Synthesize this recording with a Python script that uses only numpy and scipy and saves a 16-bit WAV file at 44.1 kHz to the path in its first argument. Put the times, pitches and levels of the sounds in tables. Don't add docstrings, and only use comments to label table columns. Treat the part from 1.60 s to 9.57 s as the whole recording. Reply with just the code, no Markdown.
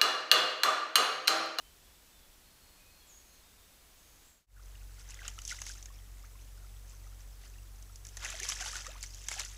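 import sys
import numpy as np
from scipy import signal
from scipy.fft import rfft, irfft, next_fast_len
from scipy.io import wavfile
from scipy.ndimage import map_coordinates

SR = 44100
rng = np.random.default_rng(int(sys.argv[2]) if len(sys.argv) > 2 else 0)


def to_wav(sig):
    pcm = np.clip(np.atleast_2d(sig), -1, 1) * 32767
    pcm = np.round(pcm).astype(np.int16)
    wavfile.write(sys.argv[1], SR, pcm.T)


N = 351477
TIME = np.arange(N) / SR
NIGHT_START_S = 2.865
TOP_HZ = 15600

# time_s, spray_db, slosh_db
WAKE = [(2.9, -71, -71.5), (3.42, -69, -70), (3.64, -58.5, -54), (3.78, -58.5, -69), (3.97, -54, -61),
        (4.15, -55, -66), (4.34, -69, -71.5), (6.4, -69.5, -76), (6.56, -58.5, -65), (6.66, -48.5, -46),
        (7.13, -46.5, -54.5), (7.33, -57.5, -54.5), (7.52, -55.5, -68), (7.8, -47, -60),
        (7.97, -55.5, -62.5)]
# full_strength_s, hold_s, spray_db, slosh_db
STROKES = [(3.394, .006, -55, -66), (3.503, 0.0087, -53, -56), (3.654, .008, -51.5, -47.5),
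           (3.895, 0.018, -39.5, -69), (3.921, .008, -52, -50.5), (4.088, 0.0085, -43.5, -60),
           (5.296, .025, -62, -79), (5.607, .008, -65, -66), (5.835, 0.022, -59, -63),
           (6.64, 0.012, -44.5, -42.5), (6.845, .012, -41, -45), (6.896, 0.017, -37.5, -52),
           (7.012, 0.0075, -41, -43), (7.068, 0.023, -41.5, -47), (7.162, 0.022, -44.5, -48.5),
           (7.262, 0.0073, -51, -55), (7.433, .012, -48.5, -66), (7.717, 0.013, -43, -46),
           (7.797, 0.0085, -42, -40.5)]
# start_s, level_db, hollow_db
SLAPS = [(3.5062, -37.5, -14), (3.5435, -38, -26), (3.6798, -25.5, -12.5), (3.788, -36, -9),
         (3.818, -36, -18), (3.8511, -29, -33), (3.8773, -28, -33), (4.017, -27, -12.5),
         (4.0657, -31.5, -9), (4.2265, -36.5, -30), (4.2574, -34.5, -16.5), (6.225, -42.5, -26),
         (6.3579, -38, -33), (6.4506, -36.5, -16), (6.4682, -36, -24), (6.488, -39.5, -21),
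         (6.57, -31, -10.5), (6.6474, -27, -9.5), (6.7022, -28.5, -14), (6.7998, -27.5, -27),
         (6.8317, -25.5, -26), (6.8882, -22, -18), (6.8988, -24, -11), (6.919, -32.5, 0.5),
         (7.008, -30.5, -11), (7.058, -32, -4), (7.1545, -33, 1), (7.166, -28.5, -25), (7.2665, -32, -9),
         (7.4278, -28, -33), (7.4368, -33, -11), (7.546, -36, -30), (7.6848, -21.5, -11.5),
         (7.7139, -29.5, -3), (7.7388, -29.5, -13), (7.796, -24, -13), (7.8491, -31, -30)]
# start_s, pitch_hz, level_db, rise_share
POCKETS = [(2.965, 1250, -49, 0.87), (3.154, 2720, -44.5, .15), (3.591, 1940, -37.5, 0),
           (3.618, 1580, -36.5, 0.058), (3.78, 1285, -40, 0.11), (3.789, 2870, -33, 0.029),
           (3.912, 2010, -29.5, .3), (3.922, 1420, -32, 0.2), (3.987, 2100, -39, 0),
           (4.098, 1570, -37, 0.038), (4.388, 3150, -48.5, .1), (4.637, 1100, -51.5, 1.1),
           (5.468, 1240, -52, 0.1), (6.74, 660, -41.5, 0), (6.801, 1820, -32, 0), (6.81, 343, -46.5, 0.73),
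           (6.832, 1940, -33, .6), (6.891, 1090, -35.5, 0.24), (6.92, 2880, -27, 0.54),
           (6.963, 1520, -36.5, .8), (7.01, 740, -40.5, 0.1), (7.024, 1510, -32, 0.34),
           (7.058, 880, -40, 0.1), (7.079, 1510, -36, 0.056), (7.132, 1260, -37, 0.35),
           (7.265, 1250, -37, 0.11), (7.278, 448, -46, 1.35), (7.354, 950, -44, 0.73),
           (7.437, 2245, -36, 0), (7.763, 680, -43, 0.39)]
# start_s, length_s, start_hz, end_hz, level_db, roughness (0-1)
BIRD_NOTES = [(0, 0.093, 3010, 3100, -70.5, 0.13), (.24, 0.099, 3350, 3480, -72, 0.2),
              (.52, 0.14, 3640, 3330, -70, 0.17), (.83, 0.12, 4240, 4300, -73, .08),
              (1, 0.18, 4310, 4300, -72.5, 0.17), (1.17, 0.18, 2470, 2550, -71.5, 0.05),
              (1.29, .19, 4290, 4290, -69.5, 0.08), (1.39, .13, 3380, 3280, -72.5, 0.2),
              (1.47, .05, 7600, 6650, -63, .6), (1.49, .12, 6750, 6600, -59.5, .6),
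              (1.6, .2, 6600, 6500, -69, .6), (1.69, .12, 4200, 4260, -76, .15),
              (1.83, .1, 3720, 3600, -73, 0.2), (1.98, 0.17, 3640, 3600, -76, 0.2),
              (2.35, 0.58, 6500, 6620, -71, 0.64), (2.64, 0.16, 7600, 7500, -66, .3)]

# freq_hz, level_db
SPRAY_COLOUR = [(900, -28), (2000, -20), (3250, -11.5), (4100, -11), (5300, -3.5), (6200, 1), (7300, -2.5),
                (8900, -11), (10400, -10.5), (12500, -18.5), (16000, -43)]
SLOSH_COLOUR = [(170, -20.5), (350, -11), (650, -7.5), (1100, -4.5), (1700, 1.5), (2300, -3), (3200, -3.5),
                (4500, -6.5), (8000, -29)]
# freq_hz, level_db
DAWN_HISS = [(88, -24), (150, 0), (308, -1.5), (550, -3), (656, -3.5), (1980, -5), (3480, -5), (7000, -6),
             (7860, -8), (14600, -8.5), (15500, -10)]
NIGHT_HISS = [(88, -39), (150, -3), (373, -6), (781, -8), (948, -9.5), (1290, -9.5), (1510, -11),
              (1660, -11), (3040, -13.5), (5030, -12.5), (6110, -11.5), (15500, -14.5)]
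DAWN_RUMBLE = [(8, -17.5), (25, -2), (52, -2.5), (72, -7), (100, -16), (200, -25.5), (400, -42)]
NIGHT_RUMBLE = [(8, -12), (25, -4), (48, 5), (75, -1), (120, -8.5), (200, -24), (400, -41.5)]
# freq_hz, t60_s
BANKS_DECAY = [(300, 0.07), (3000, 0.067), (12000, 0.18)]
WOODS_DECAY = [(2000, 1), (8000, 0.31)]

RISE_DB_PER_S, FALL_DB_PER_S = 434, 310
SLAP_RING_HZ, SLAP_RING_SPREAD = 6400, 0.074
POCKET_CYCLES, POCKET_MAX_S = 17.5, .065


def amp(db):
    return 10 ** (np.asarray(db) / 20)


def unit(x):
    return x / np.sqrt(np.mean(x ** 2) + 1e-20)


def along(points, hz):
    freq_hz, value = np.transpose(points)
    return np.interp(np.log(hz + 1), np.log(freq_hz), value)


def wobble(rate):
    knots = rng.standard_normal(int(N * rate / SR) + 4)
    fine = np.arange(4 * len(knots)) / 4
    return np.interp(TIME * rate, fine, map_coordinates(knots, [fine]))


def coloured(x, points):
    m = 2 * next_fast_len(len(x) // 2 + 2048)
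    log_gain = np.log(amp(along(points, np.fft.rfftfreq(m, 1 / SR))))
    cepstrum = irfft(log_gain)
    cepstrum[1:m // 2] *= 2
    cepstrum[m // 2 + 1:] = 0
    response = np.exp(rfft(cepstrum))
    return irfft(rfft(x, m) * response, m)[:len(x)]


def noise(points):
    return unit(coloured(rng.standard_normal(N), points))


def add(track, s, sound):
    i = max(0, round(s * SR))
    track[i:i + len(sound)] += sound[:max(0, N - i)]


def ping(t, hz, life, rise):
    u = np.minimum(t / life, 1)
    swell = (1 - np.exp(-12 * u)) * np.exp(-3 * u) * (1 - u ** 4)
    return swell * np.sin(2 * np.pi * hz * t * (1 + rise * u / 2))


def swarm(count, low_hz, high_hz, cycles, rise, spread_db, size):
    draws = rng.random((count, 5)).astype(np.float32)
    when, pitch, strength, damping, climb = draws.T[:, :, None]
    hz = low_hz * (high_hz / low_hz) ** pitch
    life = np.minimum(cycles * (damping + .5) / hz, size / SR)
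    gain = amp(spread_db * np.minimum(-np.log(1.0001 - strength), 3))
    t = np.arange(size, dtype=np.float32) / SR
    grains = gain * ping(t, hz, life, 2 * rise * climb)
    start = np.interp(when, [0, 1], [NIGHT_START_S * SR, N]).astype(int)
    places = start + np.arange(size)
    return unit(np.bincount(places.ravel(), grains.ravel(), N)[:N])


def echo(x, decay):
    hz, t, z = signal.stft(rng.standard_normal(SR // 2), SR, nperseg=256)
    fading = z * amp(-60 * t / along(decay, hz)[:, None])
    tail = signal.istft(fading, SR, nperseg=256)[1]
    return signal.fftconvolve(x, tail / np.linalg.norm(tail))[:N]


def wading(churn_db=-54):
    spray_db, slosh_db = stir()
    busy = 1 / (1 + amp(churn_db - spray_db))

    def blend(few, many):
        return np.sqrt(1 - busy) * few + np.sqrt(busy) * many

    drops = swarm(count=5000, low_hz=2316, high_hz=12160, cycles=17.4, rise=0.094, spread_db=5.5, size=240)
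    mist = swarm(count=10000, low_hz=1910, high_hz=13100, cycles=5.1, rise=0.063, spread_db=3, size=140)
    spray = unit(coloured(blend(drops, mist) + .5 * rng.standard_normal(N), SPRAY_COLOUR))

    gurgle = swarm(count=2400, low_hz=394, high_hz=3730, cycles=12.1, rise=0.22, spread_db=3.5, size=900)
    churn = swarm(count=4500, low_hz=335, high_hz=4260, cycles=6.9, rise=0.15, spread_db=3.5, size=520)
    thinned = np.diff(blend(gurgle, churn), prepend=0)
    slosh = unit(coloured(thinned, SLOSH_COLOUR)) + .5 * noise(SLOSH_COLOUR)

    clumps_db = 1.4 * wobble(170)
    return amp(spray_db + clumps_db - 2.5) * spray + amp(slosh_db + clumps_db - 4.5) * slosh


def stir():
    s, *levels = np.transpose(WAKE)
    power = amp([np.interp(TIME, s, level) for level in levels]) ** 2
    for start, hold, spray_db, slosh_db in STROKES:
        before = np.maximum(start - TIME, 0)
        after = np.maximum(TIME - start - hold, 0)
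        drop_db = RISE_DB_PER_S * before + FALL_DB_PER_S * after
        near = drop_db < 60
        power[:, near] += amp(np.array([[spray_db], [slosh_db]]) - drop_db[near]) ** 2
    return 10 * np.log10(power)


def slaps(burst_s=0.0046, fizz_s=0.021, fizz_db=-15, ring_s=0.0041, cavity_s=0.001315, crack_db=3,
          crack_s=.0007):
    bright, hollow = np.zeros(N), np.zeros(N)
    t = np.arange(SR // 16) / SR
    burst = np.exp(-(t / burst_s) ** 2)
    fizz = amp(fizz_db) * np.exp(-t / fizz_s)
    crack = amp(crack_db) * np.exp(-t / crack_s)
    shape = burst + fizz + crack
    for s, db, hollow_db in SLAPS:
        ring_hz = SLAP_RING_HZ * np.exp(SLAP_RING_SPREAD * rng.standard_normal())
        high, low = shape * rng.standard_normal((2, len(t)))
        cavity_hz = 2400 * np.exp(0.258 * rng.standard_normal())
        high = coloured(high + 1.8 * ping(t, ring_hz, ring_s, 0.056), SPRAY_COLOUR)
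        low = coloured(low + 1.3 * ping(t, cavity_hz, 0.011, 0.18), SLOSH_COLOUR)
        add(bright, s, amp(db) * unit(high))
        add(hollow, s + cavity_s, amp(db + hollow_db) * unit(low))
    return amp(-21.5) * bright + amp(-16.5) * hollow


def plops(shake_db=2.5, waver=.04):
    out = np.zeros(N)
    shake, bend = wobble(170), wobble(220)
    for s, hz, db, rise in POCKETS:
        life = min(POCKET_CYCLES * (1 + rise) / hz, POCKET_MAX_S)
        start = round(s * SR)
        span = slice(start, start + SR // 14)
        t = np.cumsum(1 + waver * bend[span]) / SR
        shaken_db = db + shake_db * shake[span] * np.minimum(t / .015, 1)
        add(out, s, amp(shaken_db) * ping(t, hz, life, rise))
    return out


def drips(count=70, low_hz=1000, high_hz=3600, db=-58, spread_db=3.0, cycles=24, rise=0.72):
    out = np.zeros(N)
    t = np.arange(SR // 20) / SR
    for when, pitch, size, climb in rng.random((count, 4)):
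        hz = low_hz * (high_hz / low_hz) ** pitch
        gain = amp(db - spread_db * np.log(max(1 - size, .05)))
        start_s = NIGHT_START_S + when * (N / SR - NIGHT_START_S)
        add(out, start_s, gain * ping(t, hz, cycles / hz, rise * climb))
    return out


def birds(flutter=0.0474):
    out = np.zeros(N)
    tremble = wobble(650) + 0.406 * wobble(45)
    for s, length, start_hz, end_hz, db, rough in BIRD_NOTES:
        u = np.linspace(0, 1, int(length * SR))
        glide_hz = start_hz + (end_hz - start_hz) * u
        local = np.roll(tremble, -round(s * SR))[:len(u)]
        hz = glide_hz * (1 + flutter * rough * local)
        swell = np.minimum(1, np.minimum(20 * u, 2 * np.sqrt(1 - u)))
        add(out, s, amp(db) * swell * np.sin(2 * np.pi * np.cumsum(hz) / SR))
    return out + .75 * echo(out, WOODS_DECAY)


def hum(hz=46.64, waver_db=1.5):
    phase = 2 * np.pi * hz * TIME
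    octave_gain = amp(-58.0 + waver_db * wobble(9.8))
    return amp(-46.5) * np.sin(phase) + octave_gain * np.sin(2 * phase + 0.27 * wobble(9))


def whine():
    hz = 7912 + 25 * wobble(160)
    return amp(-76.5 + 3.0 * wobble(30)) * np.sin(2 * np.pi * np.cumsum(hz) / SR)


def scene():
    water = wading() + slaps() + plops() + drips()
    water = water + amp(-14) * echo(water, BANKS_DECAY)
    dawn = birds() + amp(-61.5) * noise(DAWN_HISS) + amp(-64.0) * noise(DAWN_RUMBLE) + whine()
    night = water + hum() + amp(-61.5) * noise(NIGHT_HISS) + amp(-60.5) * noise(NIGHT_RUMBLE) + whine()
    fade_out = np.clip((NIGHT_START_S - TIME) / 0.2, 0, 1)
    fade_in = np.clip((TIME - NIGHT_START_S) / 0.2, 0, 1)
    return (fade_out * dawn + fade_in * night)[None]


def record(dry):
    in_band = np.fft.rfftfreq(N, 1 / SR) < TOP_HZ
    return irfft(rfft(dry) * in_band, N)


dry = scene()
out = record(dry)
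to_wav(out)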